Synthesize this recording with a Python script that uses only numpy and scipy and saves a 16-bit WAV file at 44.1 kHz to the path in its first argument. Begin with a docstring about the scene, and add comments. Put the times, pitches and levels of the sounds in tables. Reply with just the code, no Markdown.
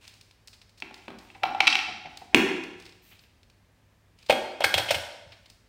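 """A parrot's table tricks

In a bare, echoing room, a small parrot's claws tick as it carries a cap to a plastic pedal bin, whose
lid opens and clatters. Something hard knocks on the tabletop. The bird bangs a coin on a tin money box
and drops it through the slot, where it bounces. Each hit rings a thing's own tones (its modes) and adds
a brief crack. Rustling feathers and rubbing parts are noise that swells and fades."""
import sys
import numpy as np
from scipy import signal
from scipy.fft import rfft, irfft
from scipy.io import wavfile

SR = 44100
rng = np.random.default_rng(int(sys.argv[2]) if len(sys.argv) > 2 else 0)


def inscribe(sig):
    """Save sig as 16-bit PCM at rate SR to the path in sys.argv[1].

    A 1-D sig is mono; a 2-D sig holds one channel per row.
    Samples are clipped to [-1, 1] before scaling.
    """
    pcm = np.round(np.clip(np.atleast_2d(sig).T, -1, 1) * 32767)
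    wavfile.write(sys.argv[1], SR, pcm.astype(np.int16))


N = 250488
TIME = np.arange(N) / SR

# Levels are relative. A fade time (t60) is how long a sound takes to drop by 60 dB.
# hits on the bin, tin and tabletop; weight boosts the lows, edge the highs, focus one narrow band:
# (time [s], level [dB], weight [dB], edge [dB], contact time [s], focus [Hz])
BIN_HITS = [(.8222, -37, -5, -3.5, 0.00024, 2450), (1.3009, -53, 0, -6, 0.00072, 2600),
            (1.3483, -51, 0.5, -4, 0.0039, 2200), (1.4340, -26, -4, -12, 0.00012, 1900),
            (1.4362, -25.5, 8.5, -12, 0.00027, 780), (1.453, -33, 3, -9.5, 0.0018, 800),
            (1.5475, -38, 10, -7.5, .0005, 780), (1.6042, -17, 2.5, -1.5, 0.00089, 2650),
            (1.6704, -18.5, -16, 0.5, .0001, 2400), (1.6745, -15.5, -10, -0.5, 0.00036, 4300),
            (1.6776, -17, -4.5, 0, .0004, 2900), (1.70, -27.5, -4, 3.5, 0.0037, 4800),
            (1.7255, -23.5, -27.5, 0.5, 0.002, 3000), (1.7538, -21, -5, -4.5, 0.00047, 2650),
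            (1.789, -27.5, -7.5, -10, 0.00097, 2700), (2.0567, -45, -2.5, -5, 0.0025, 2286)]
COIN_HITS = [(4.2968, -19, 3, -4, 0.0013, 638), (4.3048, -22.5, 5.5, -0.5, 0.00026, 2500),
             (4.310, -33.5, -6.5, 2, 0.00095, 2660), (4.324, -27.5, 8.5, -2, 0.00035, 600),
             (4.6048, -31, 8, -2.5, 0.0005, 613), (4.617, -33.5, 8.5, -6.5, 0.0027, 3020),
             (4.638, -32, -7.5, 13, 0.002, 4150), (4.6412, -20, 3, 0, 0.00064, 1500),
             (4.6435, -23.5, -1.5, 4, 0.00061, 2080), (4.7407, -21, 0, 2, 0.0002, 3300),
             (4.7755, -31, -14.5, 0, 0.00042, 3160), (4.779, -19.5, -8.5, 0, 0.0011, 585),
             (4.793, -31, 6.5, -2, 0.0029, 3730), (4.886, -29, -5, -2, 0.004, 3000),
             (4.9062, -19, -3, 1.5, 0.0024, 573), (4.944, -28, 0.5, 3.5, 0.0033, 2970)]
TABLE_HITS = [(.823, -47, 4, -6, 0.00032, 805.5), (.910, -53.5, 8.5, -6, .0003, 770),
              (1.0807, -39.5, 3.5, -11, 0.0012, 560.6), (1.1034, -45, 6, -10.5, 0.0004, 250),
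              (2.3459, -14.5, 5, 0, 0.000074, 2660)]
# light taps of claws and beak: (time [s], level [dB], edge [dB], contact time [s])
CLAW_TAPS = [(.051, -49, -4, 0.00091), (0.0774, -45.5, 7.5, 0.0011), (.139, -56, 9, .001),
             (.211, -50.5, 7, 0.00034), (.310, -53, -0.5, .0005), (.474, -50.5, 13, .0008),
             (.481, -46.5, 4, .0006), (.53, -48, 3, 0.0077), (.615, -48.5, -1, 0.003),
             (.693, -59.5, 7, .002), (.775, -53.5, 7, 0.0094), (.8016, -50.5, 8.5, .0004),
             (0.9415, -41.5, -1, 0.00092), (1.1857, -48, 4, .0016), (2.1725, -40.5, 5.5, 0.00027),
             (2.636, -43, 4, .001), (2.799, -52.5, 8, .001), (2.823, -53, 5, .0006),
             (2.854, -47.5, 2.5, 0.0011), (2.862, -45, -1.5, .002), (2.892, -50.5, 0, .002),
             (2.9227, -51, -7, .0006), (3.112, -43, -22, 0.014), (3.191, -52, 1, 0.0019),
             (3.237, -53.5, -10, 0.00078), (3.4313, -56.5, 0, .0004), (3.499, -56, 1.5, .0003),
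             (4.187, -56.5, 4, 0.0019), (4.2268, -51, 1, 0.0021), (4.262, -49, 5, 0.0038),
             (4.288, -33.5, -6, 0.0048), (5.32, -40, -10.5, 0.0067), (5.458, -48.5, -3.5, .002),
             (5.4987, -51.5, 10, 0.0022)]
# dull thumps through the table as the bird steps back: (time [s], level [dB])
STEPS = [(4.645, -34.5), (4.749, -26.5), (4.793, -37), (4.907, -34), (4.955, -33), (5.262, -43.5)]

# the tones each thing rings with: (pitch [Hz], energy [dB], fade time [s])
BIN_MODES = [(314, -31.5, .12), (758, -7, 0.06), (846, -10, 0.045), (1357, -13.5, 0.031),
             (2000, -18.5, 0.022), (2300, -9, 0.02), (2673, -9.5, 0.046), (3190, -14, 0.019),
             (4025, -11.5, 0.0071), (4500, -24.5, .02), (5480, -20, 0.036)]
TIN_MODES = [(311, -29, .2), (567, -7.5, 0.033), (676, -11.5, 0.033), (781, -8, 0.071), (929, -12.5, 0.02),
             (1507, -15.5, 0.029), (1624, -18.5, 0.11), (2145, -9.5, 0.031), (2526, -12.5, 0.038),
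             (3040, -14.5, 0.045), (3280, -12, 0.16), (4230, -18.5, 0.071), (5180, -24, 0.066),
             (5490, -21.5, 0.076), (9260, -33, 0.069), (9280, -33.5, 0.037)]
TABLE_MODES = [(206, -21, 0.042), (360, -8, 0.027), (502.5, -20, 0.023), (780, -12.5, 0.0075),
               (965, -14, 0.032), (1360, -12.5, 0.0027), (2560, -5.5, 0.0078), (3430, -15, 0.016),
               (4020, -17, 0.011)]
THUMP_MODES = [(83.5, -7, 0.26), (111.2, -7, 0.43), (150, -11.5, 0.054)]  # the whole table under a step
ROOM_BOOM_MODES = [(172.6, -18, 1.3), (242, -7, 0.13), (280, -13, 0.2087), (327, -6.5, 0.71),
                   (387.4, -2, 0.46), (368, -11, 1.2), (488, -15.5, 0.98), (790, -14, 0.9)]  # the room's low resonances, booming on after a knock
CLAW_MODES = [(2470, -15.5, .012), (3600, -17, 0.0064), (5130, -17, .008)]
# each thing's crack, a crowd of short-lived modes: (frequency [Hz], level [dB])
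BIN_CRACK = [(150, -23.5), (500, -15), (900, -2), (1700, -5), (2600, -0.5), (4500, -7.5), (5700, -10),
             (6800, -21), (9000, -25), (11500, -47), (15000, -41.5)]
TIN_CRACK = [(40, -33), (200, -12), (350, -17.5), (700, 2), (1150, -6), (1600, -1), (3000, 1.5), (4500, -5),
             (7000, -14.5), (9200, -12.5), (11500, -26.5), (14000, -15.5), (16000, -31.5)]
TABLE_CRACK = [(35, -19), (100, -10.5), (200, 2.5), (330, 0), (450, 1.5), (600, -0.5), (900, 1), (1300, -1),
               (1900, -0.5), (2700, 0), (4200, -6), (6500, -13.5), (9500, -18.5), (11500, -27),
               (15000, -22)]
CLAW_CRACK = [(60, -22), (200, -11), (700, -7.5), (1500, -5.5), (2600, 4.5), (5000, -5), (7000, -8.5),
              (9000, -10), (11500, -23.5), (15000, -17.5)]  # also shapes the feather noise

# rubbing movements: (start [s], length [s], level [dB])
PEDAL_PUSHES = [(1.348, .014, -51), (1.42, 0.094, -44), (1.575, .03, -44.5), (1.875, 0.022, -41.5),
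                (2.045, 0.025, -45.5), (2.21, 0.015, -47), (2.324, 0.014, -45)]
FEATHER_RUSTLES = [(0, 0.092, -58), (.93, 0.088, -61.5), (1.18, 0.57, -64.5), (2.08, 0.16, -64.5),
                   (2.77, .1, -61), (3.04, 0.16, -65.5), (4.17, 0.11, -64.5), (5.28, .22, -68)]
BEAK_SLIDES = [(1.2, 0.047, -71), (3.01, 0.12, -62.5), (3.195, 0.033, -70)]
# the tone colour of each noise: (frequency [Hz], level [dB])
BIN_HOLLOW_COLOUR = [(60, -25.5), (160, -16), (330, -17), (520, -20.5), (680, -6.5), (780, -2), (880, -8.5),
                     (1100, -25), (2400, -23.5), (5000, -48), (12000, -80.5)]
SLIDE_COLOUR = [(1000, -20.5), (5000, -7), (11000, -9.5), (13500, 2), (16000, -5)]
ECHO_COLOUR = [(80, -8.5), (220, 6), (350, 4.5), (500, -4.5), (900, -3.5), (1500, -1.5), (2600, -9),
               (5000, -5), (9000, -5.5), (14000, -3.5)]
STILL_ROOM_COLOUR = [(15, -57.5), (25, -25.5), (43, -8), (102, -9), (134, -15.5), (249, -18.5), (285, -22),
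                     (439, -23.5), (734, -26.5), (1040, -28), (1480, -31), (1610, -27.5), (12200, -46),
                     (16000, -45.5)]
# how long the room echoes: (frequency [Hz], fade time [s])
ECHO_FADES = [(100, 0.47), (350, 0.79), (1000, 0.86), (2500, 0.86), (5000, 0.85), (9000, 0.68),
              (15000, 0.33)]


def pedal_bin():
    """The plastic bin and lid clatter; pushing the pedal rubs its linkage, sounding the bin's hollow."""
    clatter = struck(BIN_HITS, BIN_MODES, BIN_CRACK, crack_db=-1.5, crack_t60=0.015, vary_db=1)
    rubbing = strokes(PEDAL_PUSHES, attack_s=0.01, t60=0.081) * noise(BIN_HOLLOW_COLOUR)
    return clatter + from_db(-5.5) * rubbing


def coin_on_tin():
    """The tin box rings as the coin bangs on it, then bounces inside."""
    return struck(COIN_HITS, TIN_MODES, TIN_CRACK, crack_db=0.5, crack_t60=0.042, vary_db=2)


def table_knocks():
    """Something hard hits the tabletop, which rings briefly."""
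    return struck(TABLE_HITS, TABLE_MODES, TABLE_CRACK, crack_db=0, crack_t60=0.019, vary_db=2)


def thumps_and_booms():
    """Steps thump the table; hard knocks set the room booming."""
    out = np.zeros(N)
    for start_s, db in STEPS:
        thump = ringing(THUMP_MODES, TIME[:SR // 2], rise_s=0.006, vary_db=2)
        add(out, start_s, from_db(db) * thump)
    for start_s, db, weight_db, *_ in TABLE_HITS:
        boom = ringing(ROOM_BOOM_MODES, TIME[:2 * SR], rise_s=0.0058, vary_db=2)
        add(out, start_s, from_db(db + weight_db / 2 - 1.5) * boom)
    return out


def claw_ticks(weight_db=3, focus_hz=4500):
    """Claws and beak touch lightly, making small, bright ticks."""
    hits = [(start_s, db, weight_db, edge_db, contact_s, focus_hz)
            for start_s, db, edge_db, contact_s in CLAW_TAPS]
    return from_db(-4.5) * struck(hits, CLAW_MODES, CLAW_CRACK, crack_db=0, crack_t60=0.018, vary_db=0)


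def rustles():
    """Feathers brush unevenly as the bird moves; the cap or coin hisses as it slides in the beak."""
    flicker_db = 1.5 * noise([(20, 3.5), (120, 0), (500, -52)])
    feathers = strokes(FEATHER_RUSTLES, attack_s=0.024, t60=0.9) * noise(CLAW_CRACK)
    slides = strokes(BEAK_SLIDES, attack_s=0.03, t60=0.2) * noise(SLIDE_COLOUR)
    return from_db(flicker_db) * (feathers + slides)


def room_echo(gap_s=0.0069, build_s=0.0031):
    """The room's answer to a click: a short gap, then dense reflections that fade band by band."""
    t, hz = TIME[:SR], np.fft.rfftfreq(SR, 1 / SR)
    white, out = rfft(rng.standard_normal(SR)), np.zeros(SR)
    centres_hz = np.geomspace(60, 16000, 17)
    swell = 1 - np.exp(-np.maximum(t - gap_s, 0) / build_s)
    for centre_hz, share in zip(centres_hz, np.eye(len(centres_hz))):
        band = at_hz(np.c_[centres_hz, share], hz) * from_db(at_hz(ECHO_COLOUR, hz))
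        envelope = swell * fade(t, at_hz(ECHO_FADES, centre_hz))
        out += irfft(white * band, SR) * envelope / np.linalg.norm(envelope)
    return out


def background(air_db=-63, hum_db=-68.5, hum_hz=101.7):
    """Low room rumble, faint hiss and a mains hum."""
    hum = np.sqrt(2) * np.sin(2 * np.pi * hum_hz * TIME)
    return from_db(air_db) * noise(STILL_ROOM_COLOUR) + from_db(hum_db) * hum


def struck(hits, modes, crack_spectrum, crack_db, crack_t60, vary_db):
    """Each hit rings a thing's main modes and sets off a brief crack of many more."""
    out, t = np.zeros(N), TIME[:2 ** 13]
    for start_s, db, weight_db, edge_db, contact_s, focus_hz in hits:
        colour = hit_colour(weight_db, edge_db, focus_hz)
        ring = ringing(modes, t, contact_s, vary_db, colour)
        snap = from_db(crack_db) * crack(crack_spectrum, t, contact_s, crack_t60, colour)
        add(out, start_s, from_db(db) * (ring + snap))
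    return out


def hit_colour(weight_db, edge_db, focus_hz, focus_db=8, width_octaves=0.25):
    """The touch sets the lows and highs; the modes that move most at the struck spot get a boost."""
    tilt = [(300, weight_db / 2), (800, weight_db), (2000, 0.002), (3000, 0), (7000, edge_db)]

    def gain(hz):
        octaves_away = np.log2((hz + 1) / focus_hz)
        boost_db = focus_db * np.exp(-(octaves_away / width_octaves) ** 2 / 2)
        return from_db(at_hz(tilt, hz) + boost_db)
    return gain


def ringing(modes, t, rise_s, vary_db, colour=lambda hz: 1):
    """Modes swell during the contact, then fade; vary_db lets their strength differ from hit to hit."""
    out = np.zeros(len(t))
    for k, (hz, db, t60) in enumerate(modes):
        wave = np.sin(2 * np.pi * hz * t) * fade(t, t60) * (1 - np.exp(-t / rise_s))
        wave *= np.sqrt(SR / 1000 / np.sum(wave ** 2))  # the energy of 1 ms at full scale
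        strength = colour(hz) * from_db(db + vary_db * rng.standard_normal())
        out += (-1) ** k * strength * wave
    return out


def crack(spectrum, t, contact_s, t60, colour):
    """A crowd of short-lived modes: random in timing, but shaped by the thing's own spectrum."""
    envelope = (1 - np.exp(-t / contact_s)) * fade(t, t60 + 5 * contact_s)
    burst = rfft(rng.standard_normal(len(t)) * envelope)
    shaped = burst / np.abs(burst) * spectrum_gains(spectrum, len(t))
    sound = irfft(shaped * colour(np.fft.rfftfreq(len(t), 1 / SR)))
    first_half = t < t[-1] / 2
    return np.sqrt(SR / 1000) * sound * first_half  # same energy scale as a mode


def strokes(moves, attack_s, t60):
    """Loudness of rubbing over time: each move swells, holds while it lasts and dies away."""
    gain = np.zeros(N)
    for start_s, length_s, db in moves:
        swell = np.clip((TIME - start_s) / attack_s, 0, 1)
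        gain += from_db(db) * swell * fade(np.maximum(TIME - start_s - length_s, 0), t60)
    return gain


def noise(spectrum):
    """Noise with the given tone colour and an average power of 1."""
    return irfft(rfft(rng.standard_normal(N)) * spectrum_gains(spectrum, N), N)


def spectrum_gains(spectrum, size):
    """Turn a spectrum table into a gain for every frequency, with an average power of 1."""
    gains = from_db(at_hz(spectrum, np.fft.rfftfreq(size, 1 / SR)))
    return gains / np.sqrt(np.mean(gains ** 2))


def at_hz(points, hz):
    """Read between a table's rows, giving every octave equal room."""
    row_hz, values = np.transpose(points)
    return np.interp(np.log(np.maximum(hz, 1)), np.log(row_hz), values)


def fade(t, t60):
    """Die away by 60 dB every t60 seconds."""
    return np.exp(-np.log(1000) * t / t60)


def from_db(db):
    """Turn decibels into a gain."""
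    return 10 ** (np.asarray(db) / 20)


def add(out, start_s, sound):
    """Mix a sound in at the given time."""
    start = round(start_s * SR)
    out[start:start + len(sound)] += sound[:N - start]


def scene():
    """Mix everything; the bin, tin, knocks and claws each send their own share into the echo."""
    plastic, tin, knocks, claws = pedal_bin(), coin_on_tin(), table_knocks(), claw_ticks()
    impacts = plastic + tin + knocks + claws + thumps_and_booms()
    to_room = from_db(0.53) * plastic + from_db(-1) * tin + from_db(2.5) * knocks + from_db(-0.5) * claws
    echo = signal.fftconvolve(to_room, room_echo())[:N]
    return (from_db(7.5) * (impacts + echo) + rustles() + background())[None]


def record(dry, ceiling=1.3, cutoff_hz=15800):
    """Round off the loudest peaks and cut the very highest treble."""
    rounded = ceiling * np.tanh(dry / ceiling)
    return signal.sosfilt(signal.ellip(10, 0.2, 80, cutoff_hz, fs=SR, output="sos"), rounded)


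dry = scene()
out = record(dry)
inscribe(out)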